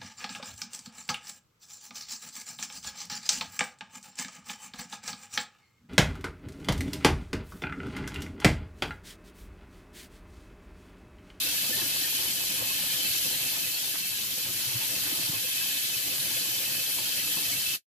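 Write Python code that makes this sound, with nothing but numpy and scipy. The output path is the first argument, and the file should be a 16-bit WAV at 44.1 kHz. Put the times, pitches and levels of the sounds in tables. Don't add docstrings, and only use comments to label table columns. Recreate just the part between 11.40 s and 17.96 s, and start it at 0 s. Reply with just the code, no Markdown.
import sys
import numpy as np
from scipy import signal
from scipy.fft import rfft, irfft, next_fast_len
from scipy.io import wavfile
from scipy.ndimage import uniform_filter1d

SR = 44100
rng = np.random.default_rng(int(sys.argv[2]) if len(sys.argv) > 2 else 0)


def transcribe(u):
    v = np.clip(np.atleast_2d(u).T, -1, 1)
    q = np.round(v * 32767).astype(np.int16)
    wavfile.write(sys.argv[1], SR, q)


N = 289296
TIME = np.arange(N) / SR

# time in seconds, relative level in dB.
JET_STRENGTH = [(0.0, -24.5), (0.45, -25.5), (0.75, -24.5), (1.08, -26), (1.62, -25), (1.75, -24.5),
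                (2.5, -27.0), (2.65, -28), (3.1, -27), (3.22, -26.5), (3.75, -25.5), (3.95, -26.5),
                (4.22, -25.5), (4.45, -26), (5.1, -25.5), (5.55, -26), (5.95, -25), (6.35, -26)]
# frequency in Hz, relative level per Hz in dB, left-right in dB.
SPLASH_SPECTRUM = [(498, -19, -13.5), (1055, -25.5, -5), (1263, -17, -2), (1643, -6, 0), (1970, -7, 0),
                   (2270, -4.5, -2.5), (2840, -3, -3), (3500, -1, 2.5), (4400, -0.5, -0.5),
                   (5920, -7.5, -3), (8900, -23.5, 7.5)]
# frequency in Hz, relative level per Hz in dB, left-right in dB.
SPRAY_SPECTRUM = [(3000, -38, 5.5), (4370, -2, 0), (5830, -1, 1), (7400, -0.7, 2.5), (8850, -2.5, -1),
                  (10100, 1, 1), (12200, 2, 1), (14100, -1.5, 2.5), (14880, -0.5, 6), (15600, -17.5, -2)]
# frequency in Hz, width in Hz,
# relative level in dB, left-right in dB, phase lead of the left side in radians.
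SPLASH_RESONANCES = [(1450, 80, -23, -3, 2.5), (1720, 90, -12.5, -1, -2.8), (1980, 90, -22, 0, -2.8),
                     (2207, 42, -16.5, 2, -2.2), (2422, 120, -16.5, 0, -1.2), (2939, 70, -13.5, 8, .4),
                     (3029, 42, -10.5, 1, -.1), (3122, 44, -10.5, 4, .5), (3207, 60, -11.5, 9, .8),
                     (3416, 75, -14.2, 8, 1.2), (3700, 140, -14, 0, .9), (4085, 110, -10.3, 2, 1),
                     (4370, 150, -9, -7, 2.4)]
# frequency in Hz, width in Hz,
# relative level in dB, left-right in dB, phase lead of the left side in radians.
SPRAY_RESONANCES = [(7967, 130, -18, 1, .4), (9515, 160, -20, 6, -2.6), (10476, 100, -16, 6, .9),
                    (10690, 80, -16, 4, .6), (11725, 80, -8.3, 0, -2.1), (12054, 110, -17, 7, .7),
                    (12470, 110, -11.5, 9, 0), (12625, 240, -13.5, 4, .4), (12990, 250, -12.5, 12, -.6),
                    (13539, 175, -12.3, 9, -1.6)]
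# time of the height in seconds, half length (to 1/e of the dB) in seconds, extra level in dB.
METAL_SWELLS = [(1.55, .18, 3), (4.39, .06, 3), (5.8, 0.09, 1.5)]
# time in seconds, relative level in dB, pitch shift in Hz.
WIRE_PATH = [(0.0, -8, 0), (0.2, -11, 0), (0.4, -10.5, 0.5), (0.9, -12, 0), (1.28, -6.5, -20.5),
             (1.5, -12.5, 0), (1.8, -11.5, 24.5), (2.2, -6.5, 30), (2.75, -7.5, 20), (3.1, -14, 0),
             (3.42, -8, 40), (3.75, -12.5, -1.5), (3.95, -8.5, -13.5), (4.25, -9, -20.5), (4.7, -10, -20),
             (5.2, -11, -29.5), (5.45, -8.5, -35), (5.8, -8.5, 5), (6.12, -8, 11), (6.3, -7, 10)]
# frequency in Hz, width in Hz, relative level in dB,
# left-right in dB, phase lead of the left side in radians.
WIRE_RESONANCES = [(2594, 40, -1.6, -7, .1), (2660, 56, -4.5, 0, .4)]
# time in seconds, relative level
# of the drumming in dB, tilt in dB (added to the left; 0.3 of it is taken from the right).
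RUNOFF_PATH = [(0.0, -51.5, -2.5), (0.4, -50, -2), (0.75, -50.5, -3), (1.1, -50.5, -4.5), (1.45, -51.5, -3),
               (1.7, -50.5, -2.5), (2.15, -51, -7), (2.4, -54.5, -1), (2.6, -54.5, 0.5), (3.1, -54, -1),
               (3.3, -52, -2.5), (3.75, -49.5, -2), (4.2, -54.5, -2.5), (4.6, -52.5, -3), (4.95, -51, -4.5),
               (5.3, -50.5, -3.5), (5.5, -53.5, -5.5), (6.05, -50, -0.5), (6.35, -54, -1)]
# frequency in Hz, width in Hz, relative level in dB,
# left-right in dB, phase lead of the left side in radians.
SINK_RESONANCES = [(60, 10, -14.5, -8, .3), (119, 27, -3.3, -1.2, -.1), (178, 30, -5.2, -.3, 0),
                   (235, 35, -11.5, -3, -.5), (290, 48, -4.2, -5, -.4), (365, 50, -8.3, -6.5, -.2),
                   (505, 38, -8.2, -10, 0), (590, 50, -11, -9, 1.5), (691, 28, -11, -16, -2.6),
                   (888, 52, -5.7, -3, 2.4), (1081, 36, -11, -10, -.5), (1255, 40, -9, 7, -1.5)]
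# frequency in Hz, relative level per Hz in dB, left-right in dB.
RUNOFF_SPECTRUM = [(20, -37, -7.5), (38, -20.5, -10.5), (61.5, -11, -2), (120, -7.5, 5), (300, -4, -2.5),
                   (600, 0, -30), (1000, 0, 4.5), (1800, -15.5, 6.5)]
# time of the height in
# seconds, frequency in Hz, peak before panning in dB, swell in seconds, decay in seconds, left-right in dB.
BUBBLE_PLOPS = [(.084, 1480, -43, .005, .007, -1), (.184, 1700, -37, .006, .008, 12),
                (.335, 1760, -32, 0.009, 0.013, 9.5), (.395, 1840, -38, 0.0083, .01, 5),
                (.419, 1710, -37, .004, .0058, -2.5), (.651, 1820, -34.5, 0.0076, 0.0071, -2),
                (1.345, 1760, -43, 0.0033, .007, 0), (1.546, 1711, -44, .007, .009, -3),
                (4.214, 1630, -38, 0.0059, 0.0087, -2), (.026, 2610, -40, 0.013, .014, -14),
                (.066, 2630, -41, .013, .015, -1), (1.303, 2580, -32, .008, .012, -12),
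                (1.612, 3040, -34, .018, .018, 3), (1.655, 4080, -32, .012, .013, 6),
                (1.667, 2637, -31.5, .014, .014, -6), (1.930, 4250, -36, .012, .012, -1),
                (3.953, 2600, -38, .011, .013, 1), (4.222, 2610, -34, .018, .02, -5),
                (4.991, 3046, -35, .006, .008, -2), (5.186, 3490, -33, .007, .009, 11),
                (5.264, 2600, -34, .008, .01, -2), (5.370, 3030, -36.5, 0.0072, .01, 3),
                (5.402, 2583, -35, .012, 0.016, -12), (5.801, 3130, -37.5, .014, .015, -1),
                (6.054, 3133, -33, .008, 0.011, 3), (6.135, 2205, -36.5, 0.016, 0.013, 0),
                (6.238, 3046, -36, .014, .011, -1), (6.266, 2630, -32, .008, .012, -10.5),
                (6.308, 2627, -34, .013, .013, -1)]
# time of the height in seconds, frequency in Hz,
# peak before panning in dB, swell in seconds, decay in seconds, left-right in dB.
FLOOR_SLOPS = [(.052, 322, -42.5, 0.008, .012, -9), (.100, 288, -44, 0.0067, 0.014, -4),
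               (.298, 237, -36, .006, 0.0098, -7), (.312, 507, -38.5, 0.0056, 0.0046, -7),
               (.314, 330, -39, .004, .008, -6), (.364, 200, -40.5, .004, .008, -6),
               (.378, 400, -45.5, .006, .009, -7), (.426, 330, -36.5, .0065, .008, -12),
               (.463, 276, -41.5, 0.0057, .012, -7), (.622, 307, -44, .005, .008, -2.5),
               (.750, 287, -43, 0.0042, 0.0071, 0), (2.543, 298, -42, 0.0038, 0.0061, 7),
               (3.277, 126, -40, .012, .03, -4), (3.364, 119, -32, .016, 0.013, -1),
               (3.660, 298, -41, 0.011, 0.022, -13), (3.728, 288, -33.5, 0.0042, .006, -8),
               (3.799, 265, -38.5, 0.0046, .006, -9), (3.801, 160, -45, .015, .03, -4),
               (3.895, 305, -38.5, .006, .008, -11), (3.901, 142, -31, 0.0072, 0.0045, 0),
               (4.050, 514, -44, .004, 0.0092, -6), (4.570, 118, -41, 0.0076, .01, -5),
               (4.805, 128, -40.5, 0.012, .012, -14.5), (5.206, 517, -39.5, 0.0049, .006, -11),
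               (6.122, 286, -44, .006, .012, -4)]
# time of the height in seconds,
# level before the lowpass in dB, swell in seconds, decay in seconds, lowpass corner in Hz.
GUSHES = [(.303, -42, .008, .01, 900), (.428, -33.5, .008, .012, 1100), (2.543, -34, .002, .008, 1300),
          (2.557, -38, 0.0057, 0.0088, 3000), (3.42, -44.5, 0.17, .09, 2600),
          (3.67, -41.5, 0.045, 0.089, 2400), (3.883, -37, .008, .012, 1000)]
# frequency in Hz, relative level per Hz in dB, left-right in dB.
GUSH_SPECTRUM = [(130, -20.5, 3.5), (350, -6, -6), (900, 1.5, -2.5), (1300, 1.5, -6), (2200, 10.5, 4),
                 (4000, -20, 1)]

LEFT_LEAD_S = 14 / 44100
SPLASH_DB, SPRAY_DB = -10.5, -7
SPLASH_SWING = 0.12
STOP_S, STOP_DB_PER_S = 6.357, 786
MIC_LOW_HZ, CUTOFF_HZ = 32, 15700


def from_db(db):
    return 10 ** (np.asarray(db) / 20)


def rms_one(x):
    return x / np.sqrt(np.mean(x ** 2) + 1e-20)


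def in_time(rows):
    s, *columns = np.transpose(rows)
    return [from_db(np.interp(TIME, s, c)) for c in columns]


def panned(pan_db):
    pair = from_db(np.array([[.5], [-.5]]) * pan_db)
    return pair / np.sqrt(np.mean(pair ** 2, axis=0))


def drift(rate):
    step = 40
    r = np.exp(-2 * np.pi * rate * step / SR)
    settling = 2000
    noise = rng.standard_normal(N // step + settling + 2)
    slow = signal.lfilter([1], [1, -2 * r, r * r], noise)[settling:]
    return np.interp(np.arange(N) / step, np.arange(len(slow)), rms_one(slow))


def surge(depth_db, rate):
    return from_db(depth_db * drift(rate))


def flutter(rate):
    quick = drift(rate)
    return rms_one(quick - uniform_filter1d(quick, int(SR / rate)))


def hump(t, swell_s, decay_s):
    return np.exp(-np.where(t < 0, (t / swell_s) ** 2, t / decay_s))


def impacts(per_s, spread_db):
    sizes = from_db(spread_db * np.minimum(rng.exponential(1, N), 5))
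    signs = rng.choice([-1, 1], N)
    return sizes * signs * (rng.random(N) < per_s / SR)


def patter(colour, per_s, spread_db, scatter_s, patchy_db, direct, count=5):
    drops = impacts(per_s, spread_db)
    at = np.flatnonzero(drops)
    out = direct * np.array([drops, np.roll(drops, round(LEFT_LEAD_S * SR))])
    for side in out:
        late = rng.exponential(scatter_s * SR, (len(at), count)).astype(int)
        echoes = drops[at, None] * rng.standard_normal(late.shape) / np.sqrt(count)
        side += np.bincount((at[:, None] + late).ravel(), echoes.ravel(), N)[:N]

    hz, level_db, pan_db = np.transpose(colour)
    log_hz = np.log(hz)
    size = next_fast_len(N)
    grid = np.log(np.arange(size // 2 + 1) * SR / size + 1)
    level = from_db(np.interp(grid, log_hz, level_db))
    spectrum = rfft(out, size) * level * panned(np.interp(grid, log_hz, pan_db))
    total = np.zeros((2, N))
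    for row in np.eye(len(hz)):
        share = np.interp(grid, log_hz, row)
        band = irfft(spectrum * share, size)[:, :N]
        total += band * surge(patchy_db, rate=15.3)
    return rms_one(total)


def ringing(modes, per_s, spread_db, patchy_db, diffuse, sway_db, wander_hz=0, shift_hz=0):
    out = np.zeros((2, N))
    for hz, width, level_db, pan_db, lead in modes:
        drops = impacts(per_s, spread_db) * from_db(patchy_db * flutter(8.5))
        pole = np.exp((2j * np.pi * hz - np.pi * width) / SR)
        broad_pole = pole * np.exp(-3 * np.pi * width / SR)
        ring = signal.lfilter([1], np.poly([pole, broad_pole]), drops + 1e-18)
        bend = 2 * np.pi * np.cumsum(shift_hz + wander_hz * drift(3)) / SR
        turn = bend + np.angle(ring)
        left = np.cos(turn + lead + diffuse * drift(21))
        right = np.cos(turn)
        sway = from_db(sway_db * drift(10.3) / 2)
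        sides = rms_one(np.abs(ring) * np.array([left * sway, right / sway]))
        out += from_db(level_db) * panned(pan_db) * sides
    return out


def swells(rows):
    return from_db(sum(extra_db * np.exp(-((TIME - s) / half_s) ** 2) for s, half_s, extra_db in rows))


def wire():
    s, level_db, shift_hz = np.transpose(WIRE_PATH)
    ring = ringing(WIRE_RESONANCES, per_s=1500, spread_db=1.5, patchy_db=1.2, diffuse=.5, sway_db=2,
                   wander_hz=18, shift_hz=np.interp(TIME, s, shift_hz))
    contact = rms_one(from_db(3 * np.tanh(1.5 * flutter(11))))
    return from_db(np.interp(TIME, s, level_db)) * contact * ring


def bubbles(per_s, low_hz, high_hz, cycles, rise, spread_db):
    t = TIME[:int(.03 * SR)]
    count = int(per_s * N / SR)
    when, size, pitch, place, lead = rng.random((count, 5)).T[:, :, None]
    hz = low_hz * (high_hz / low_hz) ** pitch
    age = t * hz / cycles
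    phase = 2 * np.pi * hz * t * (1 + rise * np.minimum(age, 1))
    onset = (1 - np.exp(-t * hz / 2)) ** 2
    envelope = from_db(-spread_db * np.log(size + .01) - 60 * age) * onset
    at = ((when * N).astype(int) + np.arange(len(t))).ravel()
    left = np.sqrt(place) * np.sin(phase + 2 * np.pi * lead)
    right = np.sqrt(1 - place) * np.sin(phase)
    return rms_one(np.array([np.bincount(at, (envelope * side).ravel(), N)[:N] for side in (left, right)]))


def basin(x, wet_db, decay_s, count=6):
    t = TIME[:int(.08 * SR)]
    echoes = rng.standard_normal((count, 2, len(t))) * np.exp(-t / decay_s) * (t > .003)
    echoes /= np.sqrt(np.sum(echoes ** 2, axis=2, keepdims=True))
    shares = np.array([drift(4) for _ in echoes])
    shares /= np.sqrt(np.sum(shares ** 2, axis=0))
    wet = sum(share * signal.oaconvolve(x, path, axes=1)[:, :N] for share, path in zip(shares, echoes))
    return x + from_db(wet_db) * wet


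def jet():
    strength, = in_time(JET_STRENGTH)
    splash = from_db(0.18) * patter(SPLASH_SPECTRUM, per_s=5000, spread_db=1.5, scatter_s=.003,
                                    patchy_db=2.0, direct=0.35)
    metal = ringing(SPLASH_RESONANCES, per_s=1500, spread_db=1.8, patchy_db=2.0, diffuse=.55,
                    sway_db=2.5, wander_hz=24)
    splash += from_db(-2.0) * swells(METAL_SWELLS) * surge(depth_db=.5, rate=8) * metal
    splash += wire()
    fizz = bubbles(per_s=240, low_hz=2900, high_hz=9000, cycles=360, rise=.014, spread_db=3.3)
    splash += from_db(-7) * fizz
    spray = from_db(1.0) * patter(SPRAY_SPECTRUM, per_s=14000, spread_db=1.5, scatter_s=.002,
                                  patchy_db=1.24, direct=0.37)
    sizzle = ringing(SPRAY_RESONANCES, per_s=4000, spread_db=1.8, patchy_db=2.0, diffuse=.55,
                     sway_db=1.5, wander_hz=30)
    spray += from_db(-2.2) * sizzle
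    splash *= (strength / strength.mean()) ** SPLASH_SWING
    mix = from_db(SPLASH_DB) * splash + from_db(SPRAY_DB) * spray
    water = strength * surge(depth_db=0.05, rate=13) * mix
    return basin(water, wet_db=-10.5, decay_s=.014)


def bursts(rows, lead, glide):
    out = np.zeros((2, N))
    for s, hz, peak_db, swell_s, decay_s, pan_db in rows:
        near = np.abs(TIME - s) < .2
        t = TIME[near] - s
        tone = np.exp(2j * np.pi * (hz * t * (1 + glide * t) + rng.random()))
        ring = from_db(peak_db) * hump(t, swell_s, decay_s) * tone
        out[:, near] += panned(pan_db) * np.array([(ring * np.exp(1j * lead)).real, ring.real])
    return out


def runoff():
    drum_gain, tilt = in_time(RUNOFF_PATH)
    drum = ringing(SINK_RESONANCES, per_s=700, spread_db=1.5, patchy_db=1.7, diffuse=.7, sway_db=3.5)
    drum += from_db(-3.5) * patter(RUNOFF_SPECTRUM, per_s=700, spread_db=4.5, scatter_s=.006,
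                                   patchy_db=5.5, direct=0.25)
    gurgle = bubbles(per_s=75, low_hz=500, high_hz=1900, cycles=28, rise=.03, spread_db=2.1)
    drum += from_db(-8.0) * gurgle
    lumps = surge(depth_db=1.5, rate=16)
    tilt = tilt * surge(depth_db=2.0, rate=4.7)
    drumming = drum_gain * drum * lumps * np.array([tilt, tilt ** -.3])
    plops = bursts(BUBBLE_PLOPS, lead=.4, glide=0.19)
    slops = bursts(FLOOR_SLOPS, lead=-.1, glide=0.35)
    return drumming + plops + slops


def splats():
    drops = patter(GUSH_SPECTRUM, per_s=3000, spread_db=1.5, scatter_s=.002, patchy_db=1, direct=.5)
    out = np.zeros((2, N))
    for s, db, swell_s, decay_s, top_hz in GUSHES:
        gush = drops * from_db(db) * hump(TIME - s, swell_s, decay_s)
        lowpass = signal.butter(2, top_hz, fs=SR, output="sos")
        out += signal.sosfilt(lowpass, gush + 1e-18)
    return out


def scene():
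    stop = from_db(-STOP_DB_PER_S * np.maximum(TIME - STOP_S, 0))
    return (jet() + runoff() + splats()) * stop


def record(dry):
    highpass = signal.butter(2, MIC_LOW_HZ, "high", fs=SR, output="sos")
    lowpass = signal.ellip(12, .1, 80, CUTOFF_HZ - 200, fs=SR, output="sos")
    return signal.sosfilt(lowpass, signal.sosfilt(highpass, dry))


dry = scene()
out = record(dry)
transcribe(out)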